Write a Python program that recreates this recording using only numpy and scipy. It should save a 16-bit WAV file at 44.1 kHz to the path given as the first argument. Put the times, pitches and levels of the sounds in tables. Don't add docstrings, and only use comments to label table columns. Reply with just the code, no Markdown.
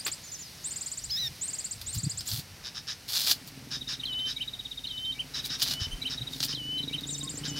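import sys
import numpy as np
from scipy import signal
from scipy.fft import rfft, irfft, next_fast_len
from scipy.io import wavfile
from scipy.ndimage import uniform_filter1d, minimum_filter1d, map_coordinates

SR = 44100
rng = np.random.default_rng(int(sys.argv[2]) if len(sys.argv) > 2 else 0)


def log_audio(samples):
    frames = np.atleast_2d(samples).T
    limited = np.clip(frames, -1, 1)
    pcm = np.round(limited * 32767).astype(np.int16)
    wavfile.write(sys.argv[1], SR, pcm)


N = 334719
TOP_HZ = 15850


def amp(db):
    return 10 ** (np.asarray(db) / 20)


def unit(x):
    return x / np.sqrt(np.mean(x ** 2) + 1e-20)


def clock(length_s):
    return np.arange(int(length_s * SR)) / SR


def along(points, hz):
    f, v = np.transpose(points)
    return np.interp(np.log(hz + 1), np.log(f + 1), v)


def curves(rows, t):
    s, *cols = np.transpose(rows)
    return [np.interp(t, s, c) for c in cols]


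def wobble(rate_hz, size):
    knots = rng.standard_normal(size // 16 + 4)
    return map_coordinates(knots, [np.arange(size) * rate_hz / SR], order=1)


def beats(start_s, gap_s, slowing_s, count):
    k = np.arange(round(count))
    squares_before = np.cumsum(k * k) - k * k
    return zip(k, start_s + k * gap_s + slowing_s * squares_before)


def add(track, s, x):
    i = round(s * SR)
    x = x[max(-i, 0):max(N - i, 0)]
    track[max(i, 0):][:len(x)] += x


def filtered(x, response):
    m = next_fast_len(x.shape[-1] + 8192)
    spectrum = rfft(x, m) * response(np.fft.rfftfreq(m, 1 / SR))
    return irfft(spectrum, m)[..., :x.shape[-1]]


def coloured(x, spectrum, size=1024):
    target = amp(along(spectrum, np.fft.rfftfreq(size, 1 / SR)))
    cepstrum = irfft(np.log(target + 1e-5))
    cepstrum[1:size // 2] *= 2
    cepstrum[size // 2 + 1:] = 0
    kernel = irfft(np.exp(rfft(cepstrum)))
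    return signal.fftconvolve(x, kernel / np.linalg.norm(kernel))[:len(x)]


def resonator(modes):
    def response(f):
        total = 0
        for k, (centre, width, db) in enumerate(modes):
            damping = 1j * f * width
            total = total + (-1) ** k * amp(db) * damping / (centre * centre - f * f + damping)
        return total
    return response


def crackle(rate_hz, spread_db):
    sizes = amp(spread_db * np.minimum(rng.standard_normal(N), 2)) * rng.choice([-1, 1], N)
    return unit(sizes * (rng.random(N) < rate_hz / SR))


def note(shape, length_s, hz, overtone_db, waver):
    first, last = shape[0][0], shape[-1][0]
    t = clock(length_s * (last - first))
    ratio, db = curves(shape, t / length_s + first)
    pitch = hz * ratio * (1 + waver * wobble(760, len(t)))
    phase = 2 * np.pi * np.cumsum(pitch) / SR
    overtones = sum(np.sin(k * phase) * (k * pitch < TOP_HZ) for k in (2, 3))
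    voice = np.sin(phase) + amp(overtone_db) * overtones
    return amp(db + 0.088 * wobble(87.2, len(t))) * voice * signal.windows.tukey(len(t), .02)


def limited(x, top_db):
    needed = np.minimum(1, amp(top_db) / (np.abs(x) + 1e-9))
    return x * uniform_filter1d(minimum_filter1d(needed, size=61), size=61)


def saturated(x, top_db):
    return x / (1 + (x / amp(top_db)) ** 6) ** (1 / 6)


# (frequency [Hz], t60 [s])
SCATTER_T60 = [(300, 0.025), (4000, 0.12), (12000, 0.14)]


def scatter(x):
    hz, t, z = signal.stft(rng.standard_normal(SR // 4), SR, nperseg=256)
    decay = amp(-60 * t / along(SCATTER_T60, hz)[:, None])
    tail = signal.istft(z * decay, SR, nperseg=256)[1]
    return signal.fftconvolve(x, tail / np.linalg.norm(tail))[:N]


# (time [s], murmur [dB], leaf hiss [dB])
AIR_LEVELS = [(0, -53, -49), (2.2, -52, -49.3), (2.5, -52, -52.5), (4.8, -54.5, -52.5), (5.7, -49.5, -50),
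              (6.8, -52.5, -51.5), (7.59, -49.5, -49)]
# (frequency [Hz], density [dB per Hz])
MURMUR_SPECTRUM = [(25, -21), (55, 1.5), (95, 3.5), (140, 2), (340, -8.5), (550, -11), (800, -10.5),
                   (1100, -14), (1500, -12), (3000, -10.5), (3900, -32), (6600, -120)]
# (frequency [Hz], density [dB per Hz])
HISS_SPECTRUM = [(1180, -15), (2000, -6.5), (2830, -9.5), (3550, -2), (4610, 0.5), (5730, -1), (7380, -10),
                 (8190, -8), (12900, -11), (16000, -17)]


def field():
    t = np.arange(N) / SR
    murmur_db, hiss_db = curves(AIR_LEVELS, t)
    murmur = amp(murmur_db + 1.53 * wobble(8, N)) * coloured(rng.standard_normal(N), MURMUR_SPECTRUM)
    ticks = amp(2 * wobble(6.6, N)) * crackle(rate_hz=220, spread_db=3.5)
    leaves = rng.standard_normal(N) + 0.25 * ticks
    hiss = amp(hiss_db + 0.44 * wobble(5, N)) * coloured(leaves, HISS_SPECTRUM)
    hum = amp(-56) * np.sin(2 * np.pi * 50 * t) * np.clip((t - 3.72) / .05, 0, 1)
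    return murmur + hiss + hum


# (time [s], gaussian width [s], level [dB], centre [Hz])
AIR_BUMPS = [(1.07, 0.044, -49, 55), (1.22, 0.12, -46.5, 110), (1.868, 0.096, -45.5, 90.1),
             (1.981, 0.02, -36.5, 123), (2.046, 0.0077, -29, 134), (2.073, 0.0057, -25.5, 127),
             (2.18, 0.064, -44.5, 95.7), (2.335, 0.018, -31, 119.8), (2.391, 0.0079, -34, 142),
             (2.521, 0.022, -46, 84), (5.729, 0.02, -44.5, 141.3), (5.824, 0.0082, -33.5, 113.5),
             (5.878, 0.0077, -34.5, 94.6), (5.936, 0.019, -33, 30), (6.222, 0.013, -32.5, 118)]


def bumps():
    out = np.zeros(N)
    for s, width_s, db, hz in AIR_BUMPS:
        t = clock(6 * width_s) - 3 * width_s
        pitch = hz * np.exp(0.3037 * wobble(199.8, len(t)))
        phase = 2 * np.pi * np.cumsum(pitch) / SR
        thud = np.sin(phase) + amp(-17) * np.sin(2 * phase)
        level = amp(db + 3.4 * wobble(52.4, len(t))) * np.exp(-.5 * (t / width_s) ** 2)
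        add(out, s + t[0], level * thud)
    return out


# (time [s], firing rate [Hz], level [dB])
ENGINE_COURSE = [(2.8, 13.5, -74), (3.3, 18, -52.5), (3.8, 20.7, -50.5), (4.1, 14.6, -52.5),
                 (4.7, 15.4, -58), (5.3, 15.4, -53.5), (6.25, 18.5, -49), (6.6, 25.5, -46.5),
                 (7.59, 30.8, -41)]
# (centre [Hz], width [Hz], gain [dB])
EXHAUST_MODES = [(133, 11.1, -0.5), (263.1, 14.6, -3.5), (421, 81, -21.5)]


def engine(stretch=1.082):
    rate_hz, db = curves(ENGINE_COURSE, np.arange(N) / SR)
    turns = np.cumsum(rate_hz * (1 + .05 * wobble(25, N))) / SR
    pulses = np.diff(np.floor(turns), prepend=0)
    firings = unit(pulses * amp(1.6 * wobble(30, N)) / np.sqrt(rate_hz))
    puffs = firings + .6 * rng.standard_normal(N)
    pipe = resonator(EXHAUST_MODES)
    idle = unit(filtered(puffs, pipe))
    revved = unit(filtered(puffs, lambda hz: pipe(hz / stretch)))
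    load = np.clip((rate_hz - 19) / 9, 0, 1)
    return amp(db) * (np.sqrt(1 - load) * idle + np.sqrt(load) * revved)


# (time [s], length [s], pitch [Hz], level [dB])
PIP_NOTES = [(1.012, 0.0356, 5800, -45.5), (5.909, 0.037, 3059, -37), (5.96, 0.04, 3030, -52),
             (7.215, 0.076, 1073, -52.5)]
# (share of length [1], pitch ratio [1], level [dB])
PIP_SHAPE = [(0, .99, -18), (.25, 1, -2), (.7, 1.005, 0), (1, 1, -16)]


def pips():
    song = np.zeros(N)
    for s, length_s, hz, db in PIP_NOTES:
        add(song, s, amp(db) * note(PIP_SHAPE, length_s, hz, overtone_db=-14, waver=0.029))
    return song


# (time [s], length [s], reference pitch [Hz], level [dB], leftward share [0-1])
SLUR_CALLS = [(0.229, 0.08, 7100, -45, 0), (0.314, 0.046, 7454, -37, 0), (0.385, 0.054, 7470, -40, 0.1),
              (0.447, 0.043, 5300, -48, 0.1), (7.099, 0.055, 7626, -35.5, 0.99),
              (7.322, 0.054, 7800, -43, 0.03), (7.475, 0.039, 7570, -37, 0.39)]
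# (share of length [1], pitch ratio [1], level [dB])
SLUR_SHAPE = [(0, 0.85, -18), (.14, 0.949, -1), (.35, 0.973, -6.5), (.65, .86, -2), (1, 0.64, -11)]


def slurs():
    mid, side = np.zeros(N), np.zeros(N)
    for s, length_s, hz, db, leftward in SLUR_CALLS:
        call = amp(db) * note(SLUR_SHAPE, length_s, hz, overtone_db=-46, waver=0.0265)
        add(mid, s, call)
        add(side, s, leftward * call)
    return mid, side + scatter(amp(0.5) * mid)


# (whistle start [s], length [s], pitch [Hz], level [dB], wait for closing arch [s])
WHISTLE_SONGS = [(4.052, 0.24, 3041, -28.5, 0.34), (4.868, 0.25, 3066, -33.5, 0.309),
                 (5.648, 0.22, 2995, -36.5, 0.39), (6.546, 0.266, 3010, -31.5, 0.3734),
                 (7.452, 0.2, 3010, -37, 0.35)]
# (share of length [1], pitch ratio [1], level [dB])
WHISTLE_SHAPE = [(0, 1.45, -31), (.015, 1.38, 6), (.05, 1.18, -5), (.1, 1.06, -9), (.18, 1.005, -7),
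                 (.3, 0.9804, -8), (.6, 1, -3.5), (.85, 1.012, -1.5), (.98, 1.012, 2.5), (1, 1.01, -15)]
# (share of length [1], pitch ratio [1], level [dB])
ARCH_SHAPE = [(0, .66, -26), (.25, .86, -20), (.36, 0.9274, -8.5), (.5, 0.99, -4), (.66, .96, -4.5),
              (.78, .85, -20.5), (1, 0.667, -25.5)]
LEAD_ADVANCE_S, LEAD_S, LEAD_HZ, LEAD_REL_DB = 0.024, 0.021, 3183, 3.5
CLOSING_S, CLOSING_HZ, CLOSING_DB = 0.05, 3162, -23.5
PICKUP_ADVANCE_S, PICKUP_S, PICKUP_HZ, PICKUP_DB = 0.033, 0.037, 2280, -47.5


def whistler():
    song = np.zeros(N)
    for s, length_s, hz, db, wait_s in WHISTLE_SONGS:
        closing_s = s + wait_s
        lead = note(ARCH_SHAPE, LEAD_S, LEAD_HZ, overtone_db=-23.5, waver=0.0097)
        held = note(WHISTLE_SHAPE, length_s, hz, overtone_db=-40, waver=0.004063)
        pickup = note(PIP_SHAPE, PICKUP_S, PICKUP_HZ, overtone_db=-22, waver=0.0145)
        closing = note(ARCH_SHAPE, CLOSING_S, CLOSING_HZ, overtone_db=-29.5, waver=0.012)
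        add(song, s - LEAD_ADVANCE_S, amp(db + LEAD_REL_DB) * lead)
        add(song, s, amp(db) * held)
        add(song, closing_s - PICKUP_ADVANCE_S, amp(PICKUP_DB) * pickup)
        add(song, closing_s, amp(CLOSING_DB) * closing)
    return song


# (start [s], notes [1], first gap [s], slowing [s], level [dB], urgency [0-1])
CHIP_SERIES = [(3.7455, 5, 0.0611, 0.0001, -32.5, 0.18), (4.121, 3, 0.0635, 0.0001, -31.5, 0.08),
               (4.3018, 14, 0.05624, 0.00013, -31.5, 0.43), (5.3372, 5, 0.049, 0.00072, -33.5, 0.88),
               (6.013, 4, 0.052, 0.00032, -32.5, 0.94), (6.208, 3, 0.057, 0.0041, -33, 0.33),
               (6.7752, 10, 0.049, 0.00026, -32.5, 0.86)]
# (share of length [1], pitch ratio [1], level [dB])
CHIP_SHAPE = [(-.06, 0.94, -44.5), (0, .9, -27.5), (.18, 0.97, -7.5), (.36, 1, -1), (.54, .96, -0.5),
              (.72, .86, -16.5), (1, 0.74, -18.5)]
CALM_CHIP_HZ, CHIP_S = 3808, 0.028
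URGENT_EXTRA_HZ, URGENT_EXTRA_DB, CALMING_NOTES = 270, 5, 2.25


def chips():
    song = np.zeros(N)
    for start, notes, gap, slowing, db, urgency in CHIP_SERIES:
        for k, s in beats(start, gap, slowing, count=notes):
            urge = urgency * np.exp(-k / CALMING_NOTES)
            hz = CALM_CHIP_HZ + URGENT_EXTRA_HZ * urge
            chip = note(CHIP_SHAPE, CHIP_S, hz, overtone_db=-29, waver=0.018)
            add(song, s + CHIP_SHAPE[0][0] * CHIP_S, amp(db + URGENT_EXTRA_DB * urge) * chip)
    return song


# (time [s], level [dB])
RASP_NOTES = [(2.636, -43), (2.743, -43), (2.873, -36.5), (3.71, -35), (3.883, -32), (4.264, -35.5),
              (5.341, -35.5), (5.499, -32.5), (5.796, -35.5), (6.094, -40.5), (6.479, -35), (7.437, -42),
              (7.558, -39.5)]
# (frequency [Hz], density [dB per Hz])
RASP_SPECTRUM = [(530, -23), (900, -21), (1120, -11.5), (1740, -6.5), (2040, -12), (2780, -8), (2940, -6.5),
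                 (3200, -7.5), (3620, -3), (4160, -10), (5260, -4.5), (5950, -8), (6600, -10.5),
                 (7450, -19), (8500, -19.5), (11000, -24), (18700, -120)]
# (centre [Hz], width [Hz], gain [dB])
THROAT_MODES = [(1550, 690, -9.5), (3690, 630, 5), (5260, 930, 2.5)]
RASP_S = 0.056


def rasps(buzz_hz=124, ring_db=2):
    song = np.zeros(N)
    t = clock(RASP_S + .05)
    swell_s = [0, .012, 0.54 * RASP_S, RASP_S, RASP_S + 0.045]
    swell_db = np.interp(t, swell_s, [-13.5, -1.5, 3.0, -6.0, -45])
    for s, db in RASP_NOTES:
        turns = np.cumsum(buzz_hz * (1 + 0.14 * wobble(49.0, len(t)))) / SR
        flutter = unit(amp(5.5 * np.cos(2 * np.pi * turns) + 1.5 * wobble(120, len(t))))
        add(song, s - .003, amp(db + swell_db) * flutter * rng.standard_normal(len(t)))
    ringing = filtered(song, resonator(THROAT_MODES))
    return coloured(amp(-6) * song + amp(ring_db) * ringing, RASP_SPECTRUM)


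# (time [s], fundamental [Hz])
SQUEAL_PITCH = [(1.088, 1291), (1.101, 1357), (1.115, 1747), (1.14, 1677), (1.16, 1722), (1.198, 2024),
                (1.284, 1775)]
# (frequency [Hz], gain [dB])
SQUEAL_SPECTRUM = [(1300, -35.5), (1900, -17.5), (2800, -11), (3400, -12), (3700, -2.5), (4000, 4.5),
                   (4600, -3), (5200, 7.5), (5550, -13), (6000, -6), (6800, -16), (9500, -42), (12000, -25),
                   (15300, -23)]
SQUEAL_DB, SQUEAL_ATTACK_S = -27, 0.023


def squeal():
    song, start_s = np.zeros(N), SQUEAL_PITCH[0][0]
    t = clock(SQUEAL_PITCH[-1][0] - start_s)
    hz, = curves(SQUEAL_PITCH, t + start_s)
    db = SQUEAL_DB + np.interp(t, [0, SQUEAL_ATTACK_S, t[-1] - .003, t[-1]], [-24, 1, 0, -35])
    phase = 2 * np.pi * np.cumsum(hz * (1 + 0.011 * wobble(1200, len(t)))) / SR
    k = np.arange(1, 10)[:, None]
    weights = amp(along(SQUEAL_SPECTRUM, k * hz))
    voice = (weights * np.sin(k * phase)).sum(0) / np.linalg.norm(weights, axis=0)
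    hoarse = coloured(rng.standard_normal(len(t)), SQUEAL_SPECTRUM)
    add(song, start_s, amp(db) * (voice + amp(-16.5) * hoarse))
    return song


# (top of first note [s], notes [1], first gap [s], slowing [s], level [dB],
#                 crescendo [dB], lower voice [dB])
TRILL_PHRASES = [(-0.1705, 6, 0.057, 0.00057, -28, 3, -35.5), (0.686, 8, 0.046, 0.00051, -29, 3.5, -40),
                 (1.458, 6, 0.046, 0.00128, -27.5, 3, -39.5), (1.909, 7, 0.04307, 0.00219, -28.5, 6, -34),
                 (7.1125, 6, 0.041, 0.00234, -31.5, 8, -41)]
# (share of length [1], pitch ratio [1], level [dB])
OPENING_SHAPE = [(-.03, .68, -40), (.03, .7, -10), (.2, .77, 0), (.45, .86, 0), (.8, .92, -2), (1, .96, -3),
                 (1.2, .85, -20)]
# (share of length [1], pitch ratio [1], level [dB])
UPSWEEP_SHAPE = [(-.1, 0.84, -43), (0, 0.64, -24), (.2, 0.7527, -4), (.55, 0.815, -2.5), (.8, 0.902, -4),
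                 (1, 0.97, -11.5), (1.25, .93, -23)]
# (share of length [1], pitch ratio [1], level [dB])
UNDERTONE_SHAPE = [(0, .78, -22), (.35, .88, -6), (.62, 1.01, 0), (.75, 1, -2), (1, .86, -16)]
SWEEP_S, OPENING_EXTRA_S, EXTRA_KEPT_PER_NOTE = 0.018, 0.029, 0.33
SWEEP_REF_HZ, LOWER_REF_HZ, OPENING_LOWER_REF_HZ = 9290, 4930, 4600
LOUDEST_NOTE = 4


def trill():
    song = np.zeros(N)
    for start, notes, gap, slowing, db, crescendo_db, lower_db in TRILL_PHRASES:
        for k, top_s in beats(start, gap, slowing, count=notes):
            length_s = SWEEP_S + OPENING_EXTRA_S * EXTRA_KEPT_PER_NOTE ** k
            s = top_s - length_s
            soft_db = crescendo_db * (1 - k / LOUDEST_NOTE) ** 2
            shape = UPSWEEP_SHAPE if k else OPENING_SHAPE
            sweep = note(shape, length_s, SWEEP_REF_HZ, overtone_db=-39.0, waver=0.01)
            add(song, s + shape[0][0] * length_s, amp(db - soft_db) * sweep)
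            if k:
                lower_hz = LOWER_REF_HZ * rng.normal(1, .015)
                lower = note(UNDERTONE_SHAPE, length_s + .008, lower_hz, overtone_db=-30, waver=.02)
                add(song, s + 0.37 * length_s, amp(lower_db - 2.0 * soft_db) * lower)
            else:
                lower = note(shape, length_s, OPENING_LOWER_REF_HZ, overtone_db=-29.5, waver=0.0032)
                add(song, s + .15 * length_s, amp(lower_db - soft_db - 4) * lower)
    add(song, .0115, amp(-14.5) * song)
    return song


# (time [s], body level [dB], treble level [dB])
RIB_SNAPS = [(0.0652, -29, -39), (0.0794, -27.5, -36), (1.814, -30, -35), (1.948, -34, -31),
             (2.208, -30, -40), (2.3156, -25, -47), (3.1356, -32, -44), (3.168, -20.5, -44),
             (3.283, -22, -37), (3.312, -19.5, -21), (3.315, -16.5, -31), (5.619, -17, -61),
             (5.6243, -28, -22), (5.63, -23, -26), (5.711, -26, -47), (6.404, -19.5, -43),
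             (6.429, -18.5, -38), (6.4372, -20.5, -34), (7.009, -40, -45)]
# (time [s], level [dB])
DULL_CRUNCHES = [(0.064, -29.5), (0.078, -31.5), (3.272, -34.5), (3.295, -36), (5.66, -37.5), (5.71, -40)]
# (frequency [Hz], density [dB per Hz])
CRUNCH_SPECTRUM = [(180, -55), (300, -6), (1190, -3), (1590, 0), (2460, 0.5), (3150, -2.5), (3750, 0),
                   (4000, -14.5), (5200, -28.5), (8800, -120)]
# (frequency [Hz], density [dB per Hz])
FIBRE_SPECTRUM = [(4120, -27), (7000, -6.5), (10100, -9), (14400, -4.5), (15100, -7.5), (16000, -11.5)]
# (frequency [Hz], density [dB per Hz])
LEAF_SPECTRUM = [(180, -50), (300, -23.5), (428, -34), (629, -18.5), (1260, -20), (1610, -14), (2140, -20),
                 (2360, -14), (2610, -14), (2920, -7.5), (4550, 3.5), (8150, -21.5), (9000, -18.5),
                 (11700, -30), (19800, -120)]


def snaps():
    body, edge, crunch = np.zeros(N), np.zeros(N), np.zeros(N)
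    t = clock(.06)
    crack_decay = amp(-60 * t / 0.0019) + 0.53 * amp(-60 * t / 0.06)
    for s, db, treble_db in RIB_SNAPS:
        crack = rng.standard_normal(len(t)) * crack_decay
        add(body, s, amp(db) * crack)
        add(edge, s, amp(treble_db) * crack)
    for s, db in DULL_CRUNCHES:
        add(crunch, s, amp(db - 60 * t / 0.064) * rng.standard_normal(len(t)))
    cracks = coloured(body, LEAF_SPECTRUM) + coloured(edge, FIBRE_SPECTRUM)
    return cracks + coloured(crunch, CRUNCH_SPECTRUM)


# (start [s], swell [s], ease [s], leaf body [dB], snapping fibres [dB])
HUSK_RIPS = [(0.063, 0.004, 0.016, -42, -39), (1.937, 0.01, 0.035, -43.5, -47),
             (2.261, 0.038, 0.104, -37, -38.5), (3.088, 0.085, 0.1, -28, -34.5),
             (3.262, 0.055, 0.006, -21.5, -28.5), (3.471, 0.0054, 0.0065, -43.5, -43),
             (5.437, 0.023, 0.01, -37, -41), (5.595, 0.008, 0.0088, -32, -42),
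             (5.619, 0.0077, 0.003, -21.5, -37), (5.652, 0.066, 0.022, -29, -40),
             (6.31, 0.02, 0.041, -42.5, -49), (6.386, 0.018, 0.012, -39, -44),
             (6.427, 0.0095, 0.022, -33, -35.5)]
RIP_ATTACK_S, RIP_RELEASE_S = 0.018, 0.04
RIP_SWELL_DB, RIP_EASE_DB = 8, 4.5


def husk():
    t = np.arange(N) / SR
    fibre_gain, leaf_gain = np.zeros(N), np.zeros(N)
    pull_db = [-30, -RIP_SWELL_DB, 0, -RIP_EASE_DB, -45]
    for start, swell, ease, leaf_db, fibre_db in HUSK_RIPS:
        end = swell + ease
        corners_s = start + np.array([-RIP_ATTACK_S, 0, swell, end, end + RIP_RELEASE_S])
        pull = amp(np.interp(t, corners_s, pull_db, left=-np.inf, right=-np.inf))
        fibre_gain = np.maximum(fibre_gain, amp(fibre_db) * pull)
        leaf_gain = np.maximum(leaf_gain, amp(leaf_db) * pull)
    bunching = amp(2.3 * wobble(280, N))
    breaks = unit(bunching * (crackle(rate_hz=1500, spread_db=4) + .45 * rng.standard_normal(N)))
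    return coloured(breaks * fibre_gain, FIBRE_SPECTRUM) + coloured(breaks * leaf_gain, LEAF_SPECTRUM)


# (frequency [Hz], side gain [dB])
SIDE_WIDTH = [(60, -17), (200, -17), (1200, -6.5), (3000, -13), (8000, -14), (13000, -6.5)]


def scene():
    peel = husk() + snaps()
    high, chain, harsh = trill(), chips(), rasps()
    whistles = whistler() + pips()
    calls, calls_side = slurs()
    pure = whistles + calls
    rumble = engine() + bumps()
    echoed = amp(-6) * high + amp(-8) * chain + amp(-7.5) * pure + amp(-6.0) * harsh
    song = high + chain + pure + harsh + squeal() + scatter(echoed)
    birds = saturated(limited(amp(1.5) * song, top_db=-25.5), top_db=-27.0)
    mid = birds + field() + rumble + peel + scatter(amp(-9) * peel)
    spread = scatter(high + chain + whistles + amp(-12.5) * rumble)
    side = filtered(spread, lambda hz: amp(along(SIDE_WIDTH, hz))) + calls_side
    return np.array([mid + side, mid - side])


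def record(dry):
    return filtered(dry, lambda hz: hz < TOP_HZ)


dry = scene()
out = record(dry)
log_audio(out)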